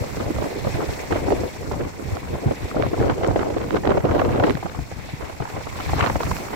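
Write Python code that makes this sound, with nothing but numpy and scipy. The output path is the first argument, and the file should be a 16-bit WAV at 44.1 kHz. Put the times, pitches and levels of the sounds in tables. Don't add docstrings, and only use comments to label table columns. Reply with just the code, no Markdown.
import sys
import numpy as np
from scipy import signal
from scipy.fft import rfft, irfft
from scipy.io import wavfile
from scipy.ndimage import uniform_filter1d

SR = 44100
rng = np.random.default_rng(int(sys.argv[2]) if len(sys.argv) > 2 else 0)


def digitize_waveform(pressure):
    field = np.atleast_2d(pressure).T
    bounded = np.clip(field, -1, 1)
    quanta = np.round(bounded * 32767).astype(np.int16)
    wavfile.write(sys.argv[1], SR, quanta)


def attenuation_scalar(level_db):
    decades = np.asarray(level_db, float) / 20
    return 10 ** decades


N = 288855
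COARSE = 64

# [t/s, foam level/dB, body of the breakers above it/dB]
SURF = [(0.0, -51, -2), (0.6, -52.5, -1), (0.95, -52, -1.5), (1.29, -51.5, -1.5), (1.97, -56.5, -2),
        (2.81, -53.5, -1), (3.14, -55.5, -2), (3.7, -57, -1.5), (4.16, -59.5, -4.5), (4.47, -54, -1),
        (4.78, -59, -2), (5.05, -55.5, -0.5), (5.5, -58, -2), (5.78, -52, -1), (5.95, -48.5, -1),
        (6.04, -51, -2), (6.35, -48.5, -3), (6.55, -52, -1.5)]
# [start of hold t/s, hold/s, foam level/dB]
SLAPS = [
    (0.69, 0.0087, -52.5),
    (0.89, 0.12, -53.5),
    (2.09, 0.0081, -57),
    (3.72, 0.0088, -57.5),
    (5.49, 0.0055, -57),
    (6.24, 0.016, -54.5),
]
# [f/Hz, level per Hz/dB]
SURF_TONE = [(150, 11), (500, 8), (900, 6), (1300, -0.5), (1800, 2.5), (2200, 5.5), (2550, 2.5),
             (2950, -5.5), (4100, 0), (4600, -5.5), (6000, -9), (8100, -13.5), (8800, -19.5),
             (15500, -19.5)]
# [f/Hz, width/Hz, level/dB]
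HISS_PEAKS = [(4310, 260, 0.5), (5470, 100, 3), (7900, 130, 1)]
# [f/Hz, share]
BODY_SHARE = [(700, 0.5), (1400, 4), (2300, 1.27), (4000, 6.5), (6500, -1), (9500, -0.1), (14000, -1.74)]
# [t/s, buffeting level/dB, sharpness of its top/dB]
STEADY_WIND = [(0.0, -32, -6), (0.55, -33.5, -12.5), (1.05, -32.5, -9.5), (1.25, -26, -11),
               (1.53, -39, -4.5), (1.75, -35, -6), (1.93, -44, 0), (2.3, -38.5, -4), (2.7, -32, -12.5),
               (3.1, -27, -10), (3.55, -23, -11), (3.8, -36.5, -7), (4.45, -44, -4), (4.7, -38.5, 2.5),
               (5.0, -59, 3.5), (5.4, -43, 2), (6.0, -41, 3.5), (6.5, -37.5, 1)]
# [start of hold t/s, hold/s, buffeting level/dB, sharpness/dB]
GUSTS = [(0.0, 0.0063, -33, -13), (0.204, 0.0076, -23, -12), (0.285, .01, -25, -31),
         (0.404, 0.063, -21.5, -17), (0.67, 0.0093, -34.5, 1.5), (0.788, 0.047, -23, -11),
         (1.151, 0.02, -30, 0.5), (1.304, 0.035, -19.5, -24), (1.412, 0.051, -24.5, -23),
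         (1.622, 0.032, -32, -26), (1.815, 0.029, -23.5, -12), (2.005, 0.17, -30, -14),
         (2.3, 0.062, -29, -27), (2.471, .003, -17.5, -16), (2.783, 0.038, -19.5, -16),
         (2.935, .005, -36, -18), (3.016, 0.099, -16, -13.5), (3.252, 0.06, -20, -19),
         (3.38, 0.084, -21, -26), (3.746, 0.023, -21, -14), (3.864, 0.084, -16.5, -12.5),
         (4.063, 0.19, -17.5, -9.5), (4.307, .2, -17.5, -10.5), (4.773, 0.0079, -37, -14),
         (5.235, 0.021, -34, -1), (5.564, .01, -37, -14), (5.84, .005, -37, -12), (6.009, 0.053, -26, 5.5),
         (6.23, 0.03, -47, 7)]
# [f/Hz, level per Hz/dB]
BUFFET_TONE = [(88, -36), (150, -10.5), (304, 1), (400, 4), (517, -2.5), (1270, -15.5), (1780, -22.5),
               (3500, -34.5), (7000, -67), (9100, -79), (15400, -120)]
# [t/s, peak level/dB, sharpness/dB, left-right/dB]
EDDIES = [(0.647, -24, -21, 5), (0.668, -8.5, -35.5, 2), (0.821, -15, -38.5, 5), (1.12, -5, -14, -4),
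          (1.155, -6, -18, 0.5), (1.281, -6.5, -39.5, -3), (1.319, -1.5, -23, -3), (1.712, -8.5, -16.5, -6),
          (2.508, -5, -28, 0.5), (2.762, -9.5, -37, -0.5), (2.93, -6.5, -32, 0.5), (3.23, -7, -17.5, 0),
          (3.358, -2, -20, 2), (3.389, -7.5, -12.5, -7), (3.564, -7, -22, -1), (3.763, -14.5, -3, -5),
          (3.847, -5, -31, -8), (3.89, -4, -16.5, -4), (3.908, -7, -27, 6.5), (3.971, -5, -14.5, -1),
          (4.048, -3, -27.5, -4), (4.192, -11, -2.5, -9), (4.434, -5.5, -7, -1), (4.654, -15.5, -10, -4),
          (4.913, -18, -16, 0), (5.4, -15.5, -15, -3), (5.932, -10, -18.5, -1), (6.06, -12.5, -6.5, 0.5),
          (6.155, -11, -13, 2.5), (6.309, -13, -8, -2)]
# [t/s, peak level/dB]
PUFFS = [(1.106, -13), (2.743, -26), (2.863, -9.5), (3.281, -27), (3.609, -12.5), (4.094, -12), (4.145, -8),
         (4.35, -28), (4.55, -31), (4.569, -17.5), (4.625, -19), (4.745, -23), (4.788, -29), (5.225, -24),
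         (5.293, -20.5), (5.419, -16.5), (5.472, -30), (5.565, -18), (5.606, -34), (5.666, -20),
         (5.805, -26), (5.89, -16.5), (5.989, -11), (6.026, -16), (6.095, -11), (6.202, -12),
         (6.269, -14.5), (6.531, -14.5)]
# [t/s, peak level/dB, port (0 left, 1 right)]
POPS = [(1.1268, -18, 1), (1.305, -21, 1), (2.1703, -20, 1), (2.825, -13.5, 1), (3.0154, -28, 1),
        (3.0821, -24, 1), (3.0983, -19, 1), (3.1016, -16, 0), (3.247, -13.5, 1), (3.266, -20, 0),
        (3.3625, -24, 0), (3.396, -23, 1), (3.584, -23, 1), (3.6158, -24, 1), (3.7082, -16, 1),
        (3.7474, -26, 1), (3.772, -18, 1), (3.8547, -14, 1), (3.8753, -14.5, 0), (3.9065, -16, 1),
        (3.9422, -29, 0), (3.98, -32, 1), (4.055, -18, 1), (4.1124, -18.5, 1), (4.149, -24, 1),
        (4.1929, -18, 0), (4.2167, -20, 1), (4.251, -17.5, 1), (4.318, -23, 1), (4.3603, -19, 1),
        (4.3994, -15, 1), (4.44, -13, 1), (4.4978, -11, 1), (4.5076, -13.5, 1), (4.5534, -19, 1),
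        (5.79, -25, 1), (5.808, -19, 1), (5.863, -22, 1), (5.896, -22, 1), (6.0103, -13, 0),
        (6.0142, -13.5, 1), (6.0632, -11, 1), (6.158, -17, 1), (6.2339, -14, 1), (6.316, -20, 1),
        (6.368, -16.5, 1)]
# [t/s, peak level/dB, pitch f/Hz, left-right/dB]
WHORLS = [(0.037, -16, 550, -2), (0.087, -32, 603, 0), (0.384, -15.5, 560, -11), (0.423, -36, 570, -10),
          (0.446, -32, 625, -10), (0.647, -12.5, 587, 0), (0.668, -14.5, 560, 0.5), (0.755, -25, 650, -17),
          (0.779, -29, 622, 12), (0.827, -23, 610, 9), (0.887, -19.5, 694, 2), (1.109, -17, 890, -1),
          (1.124, -13, 710, -1), (1.154, -25, 590, 5), (1.199, -21.5, 790, 4), (1.27, -27, 605, 8),
          (1.283, -13, 780, 3), (1.303, -15, 829, -11), (1.322, -9, 568, -1.5), (1.389, -26, 596, -10),
          (1.43, -39, 563, -1.5), (1.717, -17, 576, -2), (2.087, -27, 800, -8), (2.167, -20.5, 720, -5),
          (2.481, -23, 660, 4), (2.511, -26, 550, 11), (2.712, -18, 1280, 5), (2.744, -16, 564, -6),
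          (2.766, -9.5, 645, 1), (2.805, -25, 660, -9), (2.833, -7.5, 570, -2), (2.864, -31, 555, 0),
          (2.94, -16, 668, 8), (2.982, -33, 550, 2), (3.0, -14.5, 720, -1), (3.044, -15, 540, 13),
          (3.096, -8.5, 792, 0), (3.21, -18, 680, 3), (3.246, -9.5, 540, 5), (3.282, -7, 530, 0),
          (3.309, -16, 720, -12), (3.346, -35, 810, -5), (3.36, -16, 570, 9), (3.407, -19, 783, 4),
          (3.467, -16, 624, -6), (3.563, -33, 554, -3), (3.613, -30, 546, 2), (3.706, -31, 620, 3),
          (3.706, -37, 619, -4), (3.743, -20, 870, -7.0), (3.765, -42, 552, -4), (3.834, -18, 780, -6),
               (3.87, -14, 740, 0), (3.939, -20, 630, -4), (3.974, -6, 553, -1), (4.041, -13, 563, -8),
               (4.052, -13, 646, -8), (4.103, -27, 560, -11), (4.136, -19, 586, 5), (4.191, -19, 584, -1.0),
               (4.216, -4, 610, 6), (4.293, -19, 563, -8), (4.318, -23, 530, 0), (4.35, -15, 560, 0),
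               (4.38, -11, 552, -3.0), (4.399, -7.5, 717, -1.0), (4.425, -8, 596, -10),
               (4.48, -13.5, 784, 7), (4.552, -28, 756, -10), (4.57, -20, 1100, -2),
               (4.627, -16.5, 760, -4), (4.662, -15, 760, -5), (4.746, -24, 770, -1.0),
               (4.789, -20, 780, 4), (4.921, -23, 770, -8), (5.088, -23.5, 687, -1), (5.225, -26, 542, -1),
               (5.401, -21, 755, 15), (5.452, -19.5, 814, -7), (5.474, -22.5, 970, -6),
               (5.561, -22, 1030, -3), (5.607, -22.5, 740, -7), (5.789, -27, 740, -10),
               (5.806, -27, 694, -9), (5.859, -30, 546, -2), (5.889, -18.5, 790, -4),
               (5.932, -10, 730, 6.5), (5.988, -14.5, 740, -2), (6.0, -9.5, 1050, -4),
               (6.025, -8.5, 1134, 0), (6.06, -17, 710, -1), (6.097, -9, 915, 4), (6.155, -15, 655, -4),
               (6.205, -27, 790, -1), (6.231, -15, 734, 1), (6.313, -12.5, 1015, -4),
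               (6.36, -22, 785, -4.5), (6.53, -21, 850, -12)]
# [t/s, peak level/dB, pitch f/Hz, left-right/dB]
THUMPS = [(0.004, -20.5, 105, 6), (0.153, -30, 72.7, -1), (0.657, -22, 180, 3), (0.881, -25, 82, 9),
          (1.121, -22, 98, 1), (1.274, -22, 246, -6), (2.117, -15.5, 91, 1), (2.454, -10.5, 137.4, 1.5),
          (2.633, -19.5, 72, -3), (2.869, -24, 102, -6), (2.994, -17.5, 132, 3.5), (3.306, -26, 87, 6),
          (3.882, -32, 128, -2), (4.032, -14.5, 154, 5), (4.397, -14.5, 108, -2), (4.542, -22, 193, 13.5),
          (4.643, -20, 186, -5), (4.781, -20.5, 150.6, 0), (4.809, -31, 68, 0), (4.916, -30, 85.5, 6.0),
          (5.128, -21.5, 152, 2), (5.222, -31, 72, 17), (5.396, -24, 153, 0), (5.726, -35, 106, -10),
          (5.861, -25, 81, 5), (6.015, -16, 116, 8), (6.105, -25, 107, 0), (6.153, -23, 71, 16)]
# [t/s, peak level/dB]
DROPS = [
    (3.275, -25),
]
# [start of hold t/s, hold/s, level/dB, left-right/dB]
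LUMPS = [(0.004, 0.024, -30.5, -6), (0.174, 0.11, -29.5, 4), (0.37, 0.027, -26.5, 2),
         (0.643, 0.053, -29.5, -5), (0.734, 0.07, -31.5, 0), (0.874, 0.029, -32.5, -11),
         (0.957, 0.091, -38, -5), (1.113, 0.33, -30, 8.5), (1.677, 0.032, -31, -10), (1.71, 0.072, -32, 11),
         (1.797, 0.056, -30, 2), (2.04, 0.078, -35, -9), (2.235, 0.026, -35.5, 8), (2.298, 0.067, -29, -7),
         (2.462, 0.042, -26.5, -8), (2.627, 0.03, -37, 3), (2.765, 0.13, -27.5, 6.5),
         (2.99, 0.14, -23.5, -1), (3.198, 0.055, -30.5, -10), (3.29, 0.15, -29, -7.5),
         (3.458, 0.23, -30, -1), (3.736, 0.048, -30.5, 6), (3.863, 0.13, -28, -1.0), (3.97, 0.033, -29, -3),
         (4.043, 0.049, -36, 2.0), (4.09, 0.26, -24.5, -1.5), (4.353, 0.1, -31, 1.5),
         (4.477, 0.038, -30.5, -8.5), (4.537, 0.034, -32, 10), (4.765, 0.05, -33, 9),
         (5.757, 0.064, -31, 0), (5.872, 0.28, -28, 1.5), (6.11, 0.051, -33.5, 12), (6.25, 0.026, -29, 4),
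         (6.293, 0.025, -25, -4)]
# [f/Hz, level per Hz/dB]
RUMBLE_TONE = [(15, -39), (25, -10.5), (75, 3), (123, -1), (194, -9.5), (260, -11), (340, -34), (570, -120)]


def surf(foam_db, body_db):
    white = rng.standard_normal((3, N))
    shared = np.array([white[2], np.roll(white[2], 23)])
    hz = np.maximum(np.arange(N // 2 + 1) * SR / N, 10)
    tone_db = at_hz(SURF_TONE, hz) - at_hz(SURF_TONE, 9600)
    peaks_db = sum(db * np.exp(-((hz - top) / width) ** 2) for top, width, db in HISS_PEAKS)
    spectrum = rfft(white[:2] + 0.36 * shared) * attenuation_scalar(tone_db + peaks_db)
    centres, shares = np.transpose(BODY_SHARE)
    out, swell = 0, drift(24)
    for only, share in zip(np.eye(len(shares)), shares):
        flicker_db = 0.9 * swell + (1.94 + 0.22 * share) * drift(43) + 0.75 * drift(1.5)
        part = irfft(spectrum * np.sqrt(np.interp(hz, centres, only)), N)
        out = out + attenuation_scalar(share * body_db + flicker_db) * part
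    return attenuation_scalar(foam_db + 1.5) * out


def surf_levels():
    foam_db, body_db = in_time(SURF)
    slaps = swells(SLAPS, rise_db_per_s=203, fall_db_per_s=144)
    return 10 * np.log10(attenuation_scalar(2 * foam_db) + fine(slaps.sum(axis=0))), body_db


def wind():
    calm_db, calm_sharp_db = in_time(STEADY_WIND)
    gusts = swells(GUSTS, rise_db_per_s=273, fall_db_per_s=285)
    gust_sharpness = attenuation_scalar(2 * np.array(GUSTS)[:, 3])
    body = attenuation_scalar(2 * calm_db) + fine(gusts.sum(axis=0))
    top = attenuation_scalar(2 * (calm_db + calm_sharp_db)) + fine(gust_sharpness @ gusts)
    return 10 * np.log10(body), 10 * np.log10(top / body)


def buffeting(level_db, sharp_db):
    shared_burst = 0.72 * drift(62) + 1.38 * drift(130)
    burst = shared_burst + np.array([2.0 * drift(55), 3.14 * drift(43)])
    snap = snaps(per_s=49.0, decay_s=0.0019)
    power, sharp, knock = eddies()
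    gust = attenuation_scalar(18.0) * np.sqrt(attenuation_scalar(level_db + 1.2 * sharp_db + burst) ** 2 + 0.19 * sharp)
    out, neighbour = 0, drift(30)
    for hz, noise in bands(132.2, count=11):
        top = np.clip(np.log2(hz / 600) / 0.72, 0, 1)
        patch = drift(27.4)
        own = attenuation_scalar(level_db - 4.5 + burst + 2.54 * (patch + neighbour)) ** 2
        neighbour = patch
        low = own * (1 + 2.0 * snap) + power
        high = own * attenuation_scalar(sharp_db + 10.5) ** 2 * (0.59 + 5.0 * snap) + sharp * (1 + 1.3 * snap)
        if hz < 1000:
            noise = evened(noise, hz)
        out = out + attenuation_scalar(at_hz(BUFFET_TONE, hz) + 18.0) * np.sqrt((1 - top) * low + top * high) * noise
    return filtered(out + attenuation_scalar(7.5) * knock + crackle(gust, per_s=130.0), 4, 7000)


def eddies():
    power, sharp, knock = np.zeros((3, 2, N))
    t = np.arange(SR // 10) / SR
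    wind_s, _, wind_sharp_db = np.transpose(STEADY_WIND)
    rows = list(EDDIES)
    for s, db in PUFFS:
        rows.append((s, db + 0.5, -12.5 + 0.73 * np.interp(s, wind_s, wind_sharp_db), 0))
    rise, slow_rise = rounded_rise(t, 0.0012), rounded_rise(t, 0.0048)
    for (s, peak_db, sharp_db, pan_db), chance in zip(rows, rng.random((len(rows), 6))):
        length_s = max(0.01 * 2 ** (0.69 * (chance[0] - chance[3])), .002)
        for port, (late, pitch, push) in enumerate(chance.reshape(2, 3)):
            at = int((s + 0.0026 * late) * SR)
            end = min(len(t), N - at)
            gain = attenuation_scalar(peak_db - 8.5 + pan_db * (1.0 - port))
            top_gain = gain * attenuation_scalar(sharp_db + 22.5)
            cavity_hz = 380 * 2 ** (.9 * pitch + (sharp_db + 24.5) / 25)
            ring = np.exp(-t * cavity_hz / 1.58) * np.sin(2 * np.pi * cavity_hz * t)
            power[port, at:at + end] += (gain ** 2 * rise * np.exp(-2 * t / length_s))[:end]
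            sharp[port, at:at + end] += (top_gain ** 2 * slow_rise * np.exp(-3.5 * t / length_s))[:end]
            knock[port, at:at + end] += (gain * np.sign(push - .5) * rise * ring)[:end]
    return power, sharp, knock


def snaps(per_s, decay_s):
    born = (rng.random((2, N)) < per_s / SR) * np.minimum(rng.exponential(1, (2, N)), 3)
    fall, rise = np.exp(-1 / (decay_s * SR)), np.exp(-1.6 / (decay_s * SR))
    jumps = signal.lfilter([1], [1, -fall], born + 1e-18)
    return signal.lfilter([1 - rise], [1, -rise], jumps)


def crackle(gust, per_s):
    born = rng.random((2, N)) < per_s * np.array([[.5], [1.3]]) / SR
    steps = gust * born * attenuation_scalar(2.8 * np.minimum(rng.exponential(1, (2, N)), 2))
    sign = rng.choice([-1, 1], (2, N))
    steps = steps * sign + 1e-18
    cavity = filtered(steps, 1, [450, 900], "band")
    steps = filtered(steps, 1, [350, 1300], "band") + attenuation_scalar(8.0) * cavity
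    return filtered(steps, 2, 2300) + loud_pops(sign)


def loud_pops(sign):
    s, peak_db, port = np.transpose(POPS)
    pops = np.full((2, N), 1e-18)
    pops[(port > .5).astype(int), ((s - .0008) * SR).astype(int)] = attenuation_scalar(peak_db + 25.5)
    tearing = signal.lfilter([1], [1, -np.exp(-1 / (0.0012 * SR))], pops)
    pops = filtered((pops + 0.24 * tearing) * sign, 1, [550, 1700], "band")
    return filtered(pops, 2, 3000)


def whorls(rows, gain_db, cycles, rise_s):
    out, t = np.zeros((2, N + SR)), np.arange(SR // 16) / SR
    for (s, peak_db, hz, pan_db), chance in zip(rows, rng.random((len(rows), 2, 4))):
        phase, over_phase, over, longer = chance.T[:, :, None]
        phase = phase[0] + np.array([[0], [np.sign(phase[1, 0] - .5) / 4]])
        length_s = cycles / hz * 2 ** (longer - .5)
        fade = np.exp(-(np.maximum(t - rise_s, 0) / length_s) ** 2)
        turns = hz * t * (1 + 0.15 * (1 - t / (2 * length_s)))
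        overtone = np.sin(2 * np.pi * ((1.47 + 0.812 * over) * turns + over_phase))
        wave = np.sin(2 * np.pi * (turns + phase)) + attenuation_scalar(-9.5) * overtone
        gain = attenuation_scalar(peak_db + gain_db + pan_db * np.array([[.5], [-.5]]))
        at = int(s * SR)
        out[:, at:at + len(t)] += gain * rounded_rise(t, rise_s) * fade * wave
    return out[:, :N]


def spray_drop():
    ticks = np.zeros((2, N))
    for s, peak_db in DROPS:
        at = round(s * SR)
        gain = attenuation_scalar(peak_db + np.array([[7.0], [5.0]]))
        ticks[:, at:at + 200] = gain * np.exp(-np.arange(200) / 50) * rng.standard_normal((2, 200))
    return filtered(ticks + 1e-18, 2, [4600, 7800], "band")


def pressure_lumps():
    lumps = swells(LUMPS, rise_db_per_s=500, fall_db_per_s=504)
    calm = attenuation_scalar(2 * -42.5)
    power = calm + fine(lumps.sum(axis=0))
    lean = fine(np.array(LUMPS)[:, 3] @ lumps) + calm * 11.5 * drift(7.0)
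    return 10 * np.log10(power), lean / power


def rumble(level_db, pan_db):
    wander_db = np.array([1.4 * drift(26.0), 2.5 * drift(3.6)]) + 2.5 * drift(35)
    noise = sum(attenuation_scalar(at_hz(RUMBLE_TONE, hz)) * evened(band, hz) for hz, band in bands(25.4, count=7))
    return attenuation_scalar(level_db + 2.0 + pan_db * [[.5], [-.5]] + wander_db) * rms_one(noise)


def rms_one(x):
    return x / np.sqrt(np.mean(x ** 2) + 1e-20)


def filtered(x, order, hz, kind="low"):
    return signal.sosfilt(signal.butter(order, hz, kind, fs=SR, output="sos"), x)


def rounded_rise(t, rise_s):
    return np.sin(np.pi / 2 * np.minimum(t / rise_s, 1)) ** 2


def in_time(rows):
    s, *columns = np.transpose(rows)
    return [np.interp(np.arange(N) / SR, s, c) for c in columns]


def at_hz(points, hz):
    point_hz, point_db = np.transpose(points)
    return np.interp(np.log(hz), np.log(point_hz), point_db)


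def drift(rate):
    r = np.exp(-40 * np.pi * rate / SR)
    slow = signal.lfilter([1], [1, -2 * r, r * r], rng.standard_normal(N // 20 + 2002))[2000:]
    return np.interp(np.arange(N) / 20, np.arange(len(slow)), rms_one(slow))


def bands(low_hz, count):
    white = rng.standard_normal((2, 2, N))
    for k in range(count):
        low = low_hz * 2 ** (k / 2)
        high = min(low_hz * 2 ** ((k + 1) / 2), SR * 9 / 20)
        yield np.sqrt(low * high), filtered(white[k % 2], 2, [low, high], "band")


def evened(band, hz):
    power = np.abs(uniform_filter1d(band ** 2, int(5.16 * SR / hz) + 1)) / np.mean(band ** 2)
    return np.std(band) * rms_one(band / (power + .05) ** (0.86 / 2))


def swells(rows, rise_db_per_s, fall_db_per_s):
    t, out = np.arange(0, N + COARSE, COARSE) / SR, []
    for s, hold, db, *_ in rows:
        climb = rise_db_per_s * np.maximum(s - t, 0)
        fall = fall_db_per_s * np.maximum(t - s - hold, 0)
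        out.append(attenuation_scalar(2 * (db - climb - fall)))
    return np.array(out)


def fine(coarse):
    return np.interp(np.arange(N) / COARSE, np.arange(len(coarse)), coarse)


def scene():
    whistles = whorls(WHORLS, gain_db=-4, cycles=3.24, rise_s=0.0025)
    thumps = whorls(THUMPS, gain_db=2, cycles=1.28, rise_s=.012)
    sea = surf(*surf_levels()) + spray_drop()
    return sea + buffeting(*wind()) + whistles + thumps + rumble(*pressure_lumps())


def roll_off(x):
    return signal.sosfilt(signal.butter(12, 15690, fs=SR, output="sos"), x)


def record(dry):
    rounded = .96 * np.tanh(dry / 1.13)
    cut = signal.ellip(10, .5, 60, 15800, fs=SR, output="sos")
    return roll_off(signal.sosfilt(cut, rounded))


dry = scene()
out = record(dry)
digitize_waveform(out)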